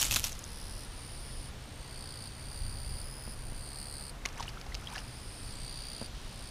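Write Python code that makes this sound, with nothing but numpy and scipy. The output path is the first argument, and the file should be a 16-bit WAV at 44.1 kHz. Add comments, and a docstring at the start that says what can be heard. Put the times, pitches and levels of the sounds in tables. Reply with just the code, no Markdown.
"""Small fish on a riverbank

A fish is swung in over dry roots, which crackle, and handled with soft knocks. Tossed back,
it slaps into the shallows and flicks away among ringing bubbles. Insects scrape their wings in
overlapping trills. Light wind rumbles on the microphone and hisses in the grass over a far drone."""
import sys
import numpy as np
from scipy import signal
from scipy.fft import rfft, irfft
from scipy.io import wavfile
from scipy.ndimage import map_coordinates

SR = 44100
rng = np.random.default_rng(int(sys.argv[2]) if len(sys.argv) > 2 else 0)


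def to_wav(sig):
    """Store sig (one row per channel, or 1-D mono) as 16-bit WAV at the path in sys.argv[1].

    Samples outside -1..1 are clipped; the rate is SR.
    """
    pcm = np.clip(np.atleast_2d(sig), -1, 1) * 32767
    pcm = np.round(pcm).astype(np.int16)
    wavfile.write(sys.argv[1], SR, pcm.T)  # frames by channels


N = 286684


def seconds(samples=N):
    """Time of each sample."""
    return np.arange(samples) / SR


def from_db(db):
    """Decibels to gain."""
    return 10 ** (np.asarray(db) / 20)


def unit_rms(x):
    """Scale to rms 1."""
    return x / np.sqrt(np.mean(x ** 2) + 1e-20)


def curve(rows):
    """Straight lines through (seconds, value) points."""
    return np.interp(seconds(), *np.transpose(rows))


def add(out, start_s, sound):
    """Mix a short sound in."""
    at = int(np.clip(round(start_s * SR), 0, N - 1))
    out[at:at + len(sound)] += sound[:N - at]


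def drift(per_s):
    """Slow random wander, rms 1."""
    knots = rng.standard_normal(4000)
    return unit_rms(map_coordinates(knots, [seconds() * per_s], order=1, mode="wrap"))


def swells(rows):
    """Summed gain of swells that rise and decay exponentially."""
    t = seconds()
    return sum(from_db(db) * np.exp(-np.maximum((peak_s - t) / rise_s, (t - peak_s) / decay_s))
               for peak_s, db, rise_s, decay_s in rows)


def coloured(x, colour, size=8192):
    """Minimum-phase filter of unit mean power gain, rolled off below the first (Hz, dB) point."""
    hz, db = np.transpose(colour)
    bin_hz = np.maximum(np.arange(size // 2 + 1) * SR / size, 1)
    shape = from_db(np.interp(np.log(bin_hz), np.log(hz), db))
    gain = unit_rms(shape / np.sqrt(1 + (hz[0] / bin_hz) ** 2 / 2))
    cepstrum = irfft(np.log(gain + 1e-6))[:size // 2]
    cepstrum[0] /= 2
    impulse = irfft(np.exp(rfft(2 * cepstrum, size)))
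    return signal.fftconvolve(x, impulse)[:N]


def resonance(x, hz, width_hz):
    """Two-pole band-pass, peak gain 1."""
    r, w = np.exp(-np.pi * width_hz / SR), 2 * np.pi * hz / SR
    return signal.lfilter(np.array([1, 0, -1]) * (1 - r * r) / 2, [1, -2 * r * np.cos(w), r * r], x)


def grains(per_s, spread_db):
    """Random clicks of uneven size, rms 1."""
    sizes = from_db(spread_db * np.minimum(rng.exponential(1, N), 4)) * rng.choice([-1, 1], N)
    return unit_rms(sizes * (rng.random(N) < per_s / SR))


def burst(decay_s, hz, width_hz, ring_db):
    """A dying spray of contacts excites one resonance; energy grows with decay_s."""
    t = seconds(3000)
    spray = rng.standard_normal(len(t)) * np.exp(-t / decay_s)
    ring = from_db(ring_db) * resonance(spray, hz, width_hz)
    return unit_rms(spray + ring) * np.sqrt(decay_s * SR / len(t))


# Gusts. Each row: centre in seconds, level in dB, half length in seconds.
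GUSTS = [(0.127, -39.5, 0.094), (.5, -47.5, 0.98), (2.648, -37.5, .05), (2.82, -40, 0.17),
         (5.48, -42.5, 0.11)]
# Spectra of turbulence and open air. Each row: frequency in Hz, relative level in dB.
BUFFET_COLOUR = [(11, -11), (18, 5), (37, 4.5), (123, -7.5), (152, -17.5), (300, -26.5), (390, -48.5),
                 (660, -120)]
AIR_COLOUR = [(100, 15), (200, 10.5), (350, 5.5), (700, 3.5), (1500, 0), (3000, -3.5), (5500, -8.5),
              (7500, -12.5), (10000, -12), (13000, -20.5), (15500, -23)]


def wind(buffet_db=-46, air_db=-50, lumps_db=1.3):
    """Lumpy, gusting turbulence at the microphone and the smooth hiss of the open bank."""
    t = seconds()
    gust_power = sum(from_db(db) ** 2 * np.exp(-((t - centre_s) / half_s) ** 2)
                     for centre_s, db, half_s in GUSTS)
    force = np.sqrt(from_db(buffet_db) ** 2 + gust_power) * from_db(lumps_db * drift(per_s=14))
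    buffet = force * unit_rms(coloured(rng.standard_normal(N), BUFFET_COLOUR))
    air = from_db(air_db) * unit_rms(coloured(rng.standard_normal(N), AIR_COLOUR))
    return buffet + air


# Grass hiss. Each row: time in seconds, level in dB.
GRASS_LEVELS = [(0, -56), (1.5, -59.5), (2.5, -61), (4.2, -77), (5.2, -61), (5.8, -53.5), (6.5, -56.5)]


def grass(hz=3200, width_hz=3600):
    """The breeze hisses softly through the grass."""
    hiss = resonance(rng.standard_normal(N), hz, width_hz)
    return from_db(curve(GRASS_LEVELS)) * unit_rms(resonance(hiss, hz, width_hz))


# Far drone. Each row: time in seconds, level before fading in dB.
DRONE_LEVELS = [(0, -68), (1.3, -51), (2.6, -55), (3.6, -52), (4.7, -57), (6.5, -63)]


def drone(hz=129.2, waver=0.01936, fading_db=3):
    """A far low tone wavers and fades on the wind."""
    pitch_hz = hz * (1 + waver * drift(per_s=12))
    phase = 2 * np.pi * np.cumsum(pitch_hz) / SR
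    return from_db(curve(DRONE_LEVELS) + fading_db * drift(per_s=11)) * np.sin(phase)


# Twigs snapping. Each row: start in seconds, level in dB.
SNAPS = [(0.0142, -15), (0.0168, -12.5), (0.0287, -13), (0.031, -24), (.044, -18.5), (.0523, -16.5),
         (0.1187, -14), (0.1456, -15.5), (.196, -21), (0.2464, -21), (.322, -28), (.329, -28), (.392, -28),
         (.441, -26.5)]
# Stalks crushed. Each row: start in seconds, level before colouring in dB, ring in Hz.
CRUNCHES = [(0.0, -29.5, 5670), (.019, -28.5, 3100), (0.029, -31.5, 970), (.052, -37, 2190),
            (.11, -27, 2630), (0.124, -27.5, 2630), (.139, -28, 5400), (.16, -24, 2360), (.164, -25, 1380),
            (.17, -33, 3550), (0.241, -27.5, 5740), (0.267, -38, 6550)]
# Roots pressed. Each row: peak time in seconds, level in dB, rise and decay in seconds.
PRESSES = [(.025, -34, 0.092, 0.06), (.17, -35.5, 0.066, 0.036), (.25, -39, 0.018, 0.046)]
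# Spectrum of crunch and rustle. Each row: frequency in Hz, relative level in dB.
TWIG_COLOUR = [(300, -1), (450, -11), (850, -4.5), (1260, -3), (1900, -5.5), (2700, 2), (4400, 2),
               (5600, 1.5), (8500, -1.5), (12000, -2.5), (15500, -14)]


def twigs(snap_hz=6630, pitch_scatter=0.062, ring_db_per_db=0.94, ticks_db=-10):
    """Twigs snap, stalks crunch, pressed roots rustle and tick; weak snaps are more ring than crack."""
    snaps, crunches = np.zeros(N), np.zeros(N)
    loudest_db = max(db for _, db in SNAPS)
    for start_s, db in SNAPS:
        hz = snap_hz * (1 + pitch_scatter * rng.standard_normal())
        ring_db = 9 + ring_db_per_db * (loudest_db - db)
        add(snaps, start_s, from_db(db) * burst(decay_s=0.00017, hz=hz, width_hz=530, ring_db=ring_db))
    for start_s, db, hz in CRUNCHES:
        add(crunches, start_s, from_db(db) * burst(decay_s=0.0042, hz=hz, width_hz=190, ring_db=12.5))
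    pressure = swells(PRESSES)
    rustle = grains(per_s=1500, spread_db=4)
    clicks = grains(per_s=110, spread_db=1.5) + 1e-18
    ticks = from_db(ticks_db) * unit_rms(resonance(clicks, snap_hz, width_hz=1300))
    return snaps + pressure * ticks + coloured(crunches + pressure * rustle, TWIG_COLOUR)


# Wing pulses, fundamental then octave. Each row: relative level in dB, length in seconds.
WING_PULSES = [(-.3, 0.0069), (0, 0.0053)]


def wing_stroke(hz, sweep, low_db, top_db, ring_db=-5, octave_ring_db=-4, rasp_db=-11):
    """Scraper crosses file: a gliding tone rings the membrane; the teeth rasp and excite a top mode."""
    t = seconds(500)
    pitch_hz = hz * (1 + sweep * .65 * np.tanh((t - .0016) / .003))
    phase = 2 * np.pi * np.cumsum(pitch_hz) / SR
    low_pulse, octave_pulse = [from_db(db) * np.sin(np.pi * np.minimum(t / length_s, 1) ** 0.42)
                               for db, length_s in WING_PULSES]
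    fundamental = from_db(low_db) * low_pulse * np.sin(phase)
    octave = octave_pulse * np.sin(2 * phase)
    membrane = from_db(ring_db) * resonance(fundamental, hz * 1.03, width_hz=50)
    membrane += from_db(octave_ring_db) * resonance(octave, hz * 2.01, width_hz=220)
    teeth = octave_pulse * rng.standard_normal(len(t))
    rasp = from_db(rasp_db) * resonance(teeth, hz * 2.23, width_hz=15000)
    top_mode = from_db(top_db) * resonance(teeth, hz * 2.87, width_hz=330)
    return fundamental + octave + membrane + rasp + top_mode


def through_grass(trill, share, decay_s=.009):
    """Stems and ground smear a share of the trill's power."""
    t = seconds(2500)
    echoes = rng.standard_normal(len(t)) * np.exp(-t / decay_s)
    scattered = signal.oaconvolve(trill, echoes / np.linalg.norm(echoes))[:N]
    return np.sqrt(1 - share) * trill + np.sqrt(share) * scattered


# Insect phrases. 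Each row: start and end in seconds, strokes per second, pitch in Hz, sweep depth,
# relative level in dB, fundamental against octave in dB, how hidden in the grass from 0 to 1.
TRILLS = [(0.3, 0.861, 73, 4880, 0.39, -53.5, -1.5, 0.13),
          (0.804, 1.489, 69.1, 4910, 0.23, -57.5, -1.5, 0.63),
          (.7, 1.484, 71.3, 4530, 0.15, -59, 1.5, 0.56), (1.522, 1.997, 58.9, 4420, .09, -60.5, -6, 0.076),
          (1.796, 2.289, 60.8, 4560, 0.22, -53.5, 1.5, 0.19),
          (2.202, 3.022, 66.45, 4595, 0.16, -51.5, -1, 0.28),
          (2.85, 3.348, 72.1, 4854, 0.17, -52, -3, 0.25),
          (3.205, 3.708, 64.16, 4616, 0.17, -54.5, -3.5, 0.14),
          (3.552, 4.108, 71.9, 4510, 0.26, -50, 0.5, 0.15),
          (4.703, 5.53, 66.04, 4770, 0.26, -57.5, -1, 0.68), (5.103, 5.664, 66, 4430, 0.15, -58, -5, 0.66),
          (5.429, 6.071, 63.35, 4594, 0.15, -54, 4.5, 0.18), (6.15, 6.803, 61.5, 4620, 0.31, -55, 0.5, .22)]


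def insects(gain_db=9, slowing=.04):
    """Wing strokes with weak returns; a phrase swells and rises with effort, slows and stops dead."""
    swell_share, swell_db, pitch_rise = 0.41, 10.5, .025
    full_stroke_db, full_top_db, top_db_per_db = -52, -7.5, 0.54
    return_s, return_db, return_low_db = .0056, -7, -7
    pitch_jitter, jitter_s, force_jitter_db = .1, 6e-5, .7
    out = np.zeros(N)
    for start_s, end_s, per_s, hz, sweep, level_db, low_db, hidden in TRILLS:
        trill, at_s = np.zeros(N), start_s
        for detune, force, lag, return_lag in rng.standard_normal((90, 4)):
            progress = (at_s - start_s) / (end_s - start_s)
            effort_db = -swell_db * max(1 - progress / swell_share, 0)
            stroke_db = level_db + effort_db
            top_db = full_top_db + top_db_per_db * min(stroke_db - full_stroke_db, 0)
            waver = pitch_jitter * hidden ** 2 * detune
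            pitch_hz = hz * (1 + pitch_rise * effort_db / swell_db + waver)
            gain = (at_s < end_s) * from_db(stroke_db + gain_db + force_jitter_db * force)
            forward = wing_stroke(pitch_hz, sweep, low_db, top_db)
            back = from_db(return_db) * wing_stroke(pitch_hz, -sweep, low_db + return_low_db, top_db)
            add(trill, at_s + lag * jitter_s, gain * forward)
            add(trill, at_s + return_s + return_lag * jitter_s, gain * back)
            at_s += 1 / (per_s * (1 - slowing * (progress - .5)))
        out += through_grass(trill, share=min(hidden, .5))
    return out


# Handling knocks. Each row: start in seconds, gain in dB.
KNOCKS = [(3.277, -45), (3.522, -44.5), (6.015, -37.5), (6.024, -41.5)]
# Knock modes. Each row: frequency in Hz, relative level in dB, T60 in seconds.
KNOCK_MODES = [(244, 6.5, 0.026), (523, 9, 0.011), (664, -13, 0.035), (880, -6, 0.022)]


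def knocks():
    """Dull bumps of handling, each ringing the same damped modes."""
    out, t = np.zeros(N), seconds(5000)
    body = sum(from_db(db - 60 * t / t60_s) * np.sin(2 * np.pi * hz * t)
               for hz, db, t60_s in KNOCK_MODES)
    for start_s, db in KNOCKS:
        add(out, start_s, from_db(db) * body)
    return out


# Slaps and flicks. Each row: start in seconds, level before colouring in dB, decay in seconds.
SLAPS = [(4.254, -33, 0.0013), (4.2585, -26.5, .0018), (4.288, -41, .0016), (4.405, -42.5, 0.0043),
         (4.426, -40.5, 0.0062), (4.49, -46, 0.006), (4.613, -41, 0.002), (4.665, -48, .0018),
         (4.745, -33.5, 0.0012), (4.75, -36.5, 0.0032), (4.959, -39.5, 0.0018), (4.98, -43, 0.0071)]
# Slap spectrum. Each row: frequency in Hz, relative level in dB.
SLAP_COLOUR = [(250, 9.5), (520, 1), (1040, 1), (2400, 9.5), (5400, 3.5), (6800, 1.5), (8000, -7),
               (14000, -15)]


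def slaps():
    """Body and tail slap the surface."""
    out = np.zeros(N)
    for start_s, db, decay_s in SLAPS:
        add(out, start_s, from_db(db) * burst(decay_s, hz=5300, width_hz=1200, ring_db=4.5))
    return coloured(out, SLAP_COLOUR)


# Largest bubbles. Each row: start in seconds, level in dB, starting pitch in Hz.
BUBBLES = [(4.253, -22, 2030), (4.258, -26.5, 1040), (4.258, -30.5, 2750), (4.397, -26, 1020),
           (4.405, -23, 880), (4.48, -29, 2810), (4.572, -33.5, 1280), (4.664, -35, 744),
           (4.721, -34, 1950), (4.872, -28, 3100), (4.93, -31, 910), (4.96, -29, 1630), (4.97, -31, 700),
           (4.98, -34.5, 2680)]


def bubbles(t60_s=.02, chirp_per_s=7):
    """Trapped air starts ringing within a cycle and climbs in pitch as it dies."""
    out, t = np.zeros(N), seconds(4000)
    for start_s, db, hz in BUBBLES:
        envelope = (1 - np.exp(-t * hz)) * from_db(db - 60 * t / t60_s)
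        add(out, start_s, envelope * np.sin(2 * np.pi * hz * t * (1 + chirp_per_s * t)))
    return out


# Churned water. Each row: peak time in seconds, level in dB, rise and decay in seconds.
CHURNS = [(4.26, -50, .005, 0.039), (4.4, -49, .08, 0.12), (4.96, -47, 0.16, .08)]


def droplets(bands=20, spray_db=-10):
    """Drops patter and fine spray ticks as the fish lands and darts off."""
    drops = grains(per_s=800, spread_db=2.5)
    drop_band = rng.integers(0, bands, N)
    patter = sum(resonance(drops * (drop_band == band) + 1e-18, hz, width_hz=hz / 14) / np.sqrt(hz)
                 for band, hz in enumerate(np.geomspace(700, 6000, bands)))
    fine_drops = grains(per_s=160, spread_db=5) + 1e-18
    spray = from_db(spray_db) * unit_rms(resonance(fine_drops, hz=9000, width_hz=1500))
    return swells(CHURNS) * (unit_rms(patter) + spray)


def scene():
    """The bank and the fish, in mono."""
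    bank = wind() + grass() + drone() + insects()
    fish = twigs() + knocks() + slaps() + bubbles() + droplets()
    return (bank + fish)[None]


def record(dry):
    """Steep low-pass."""
    stop_hz, stop_db = 15950, 55
    return signal.sosfilt(signal.cheby2(16, stop_db, stop_hz, fs=SR, output="sos"), dry)


dry = scene()
out = record(dry)
to_wav(out)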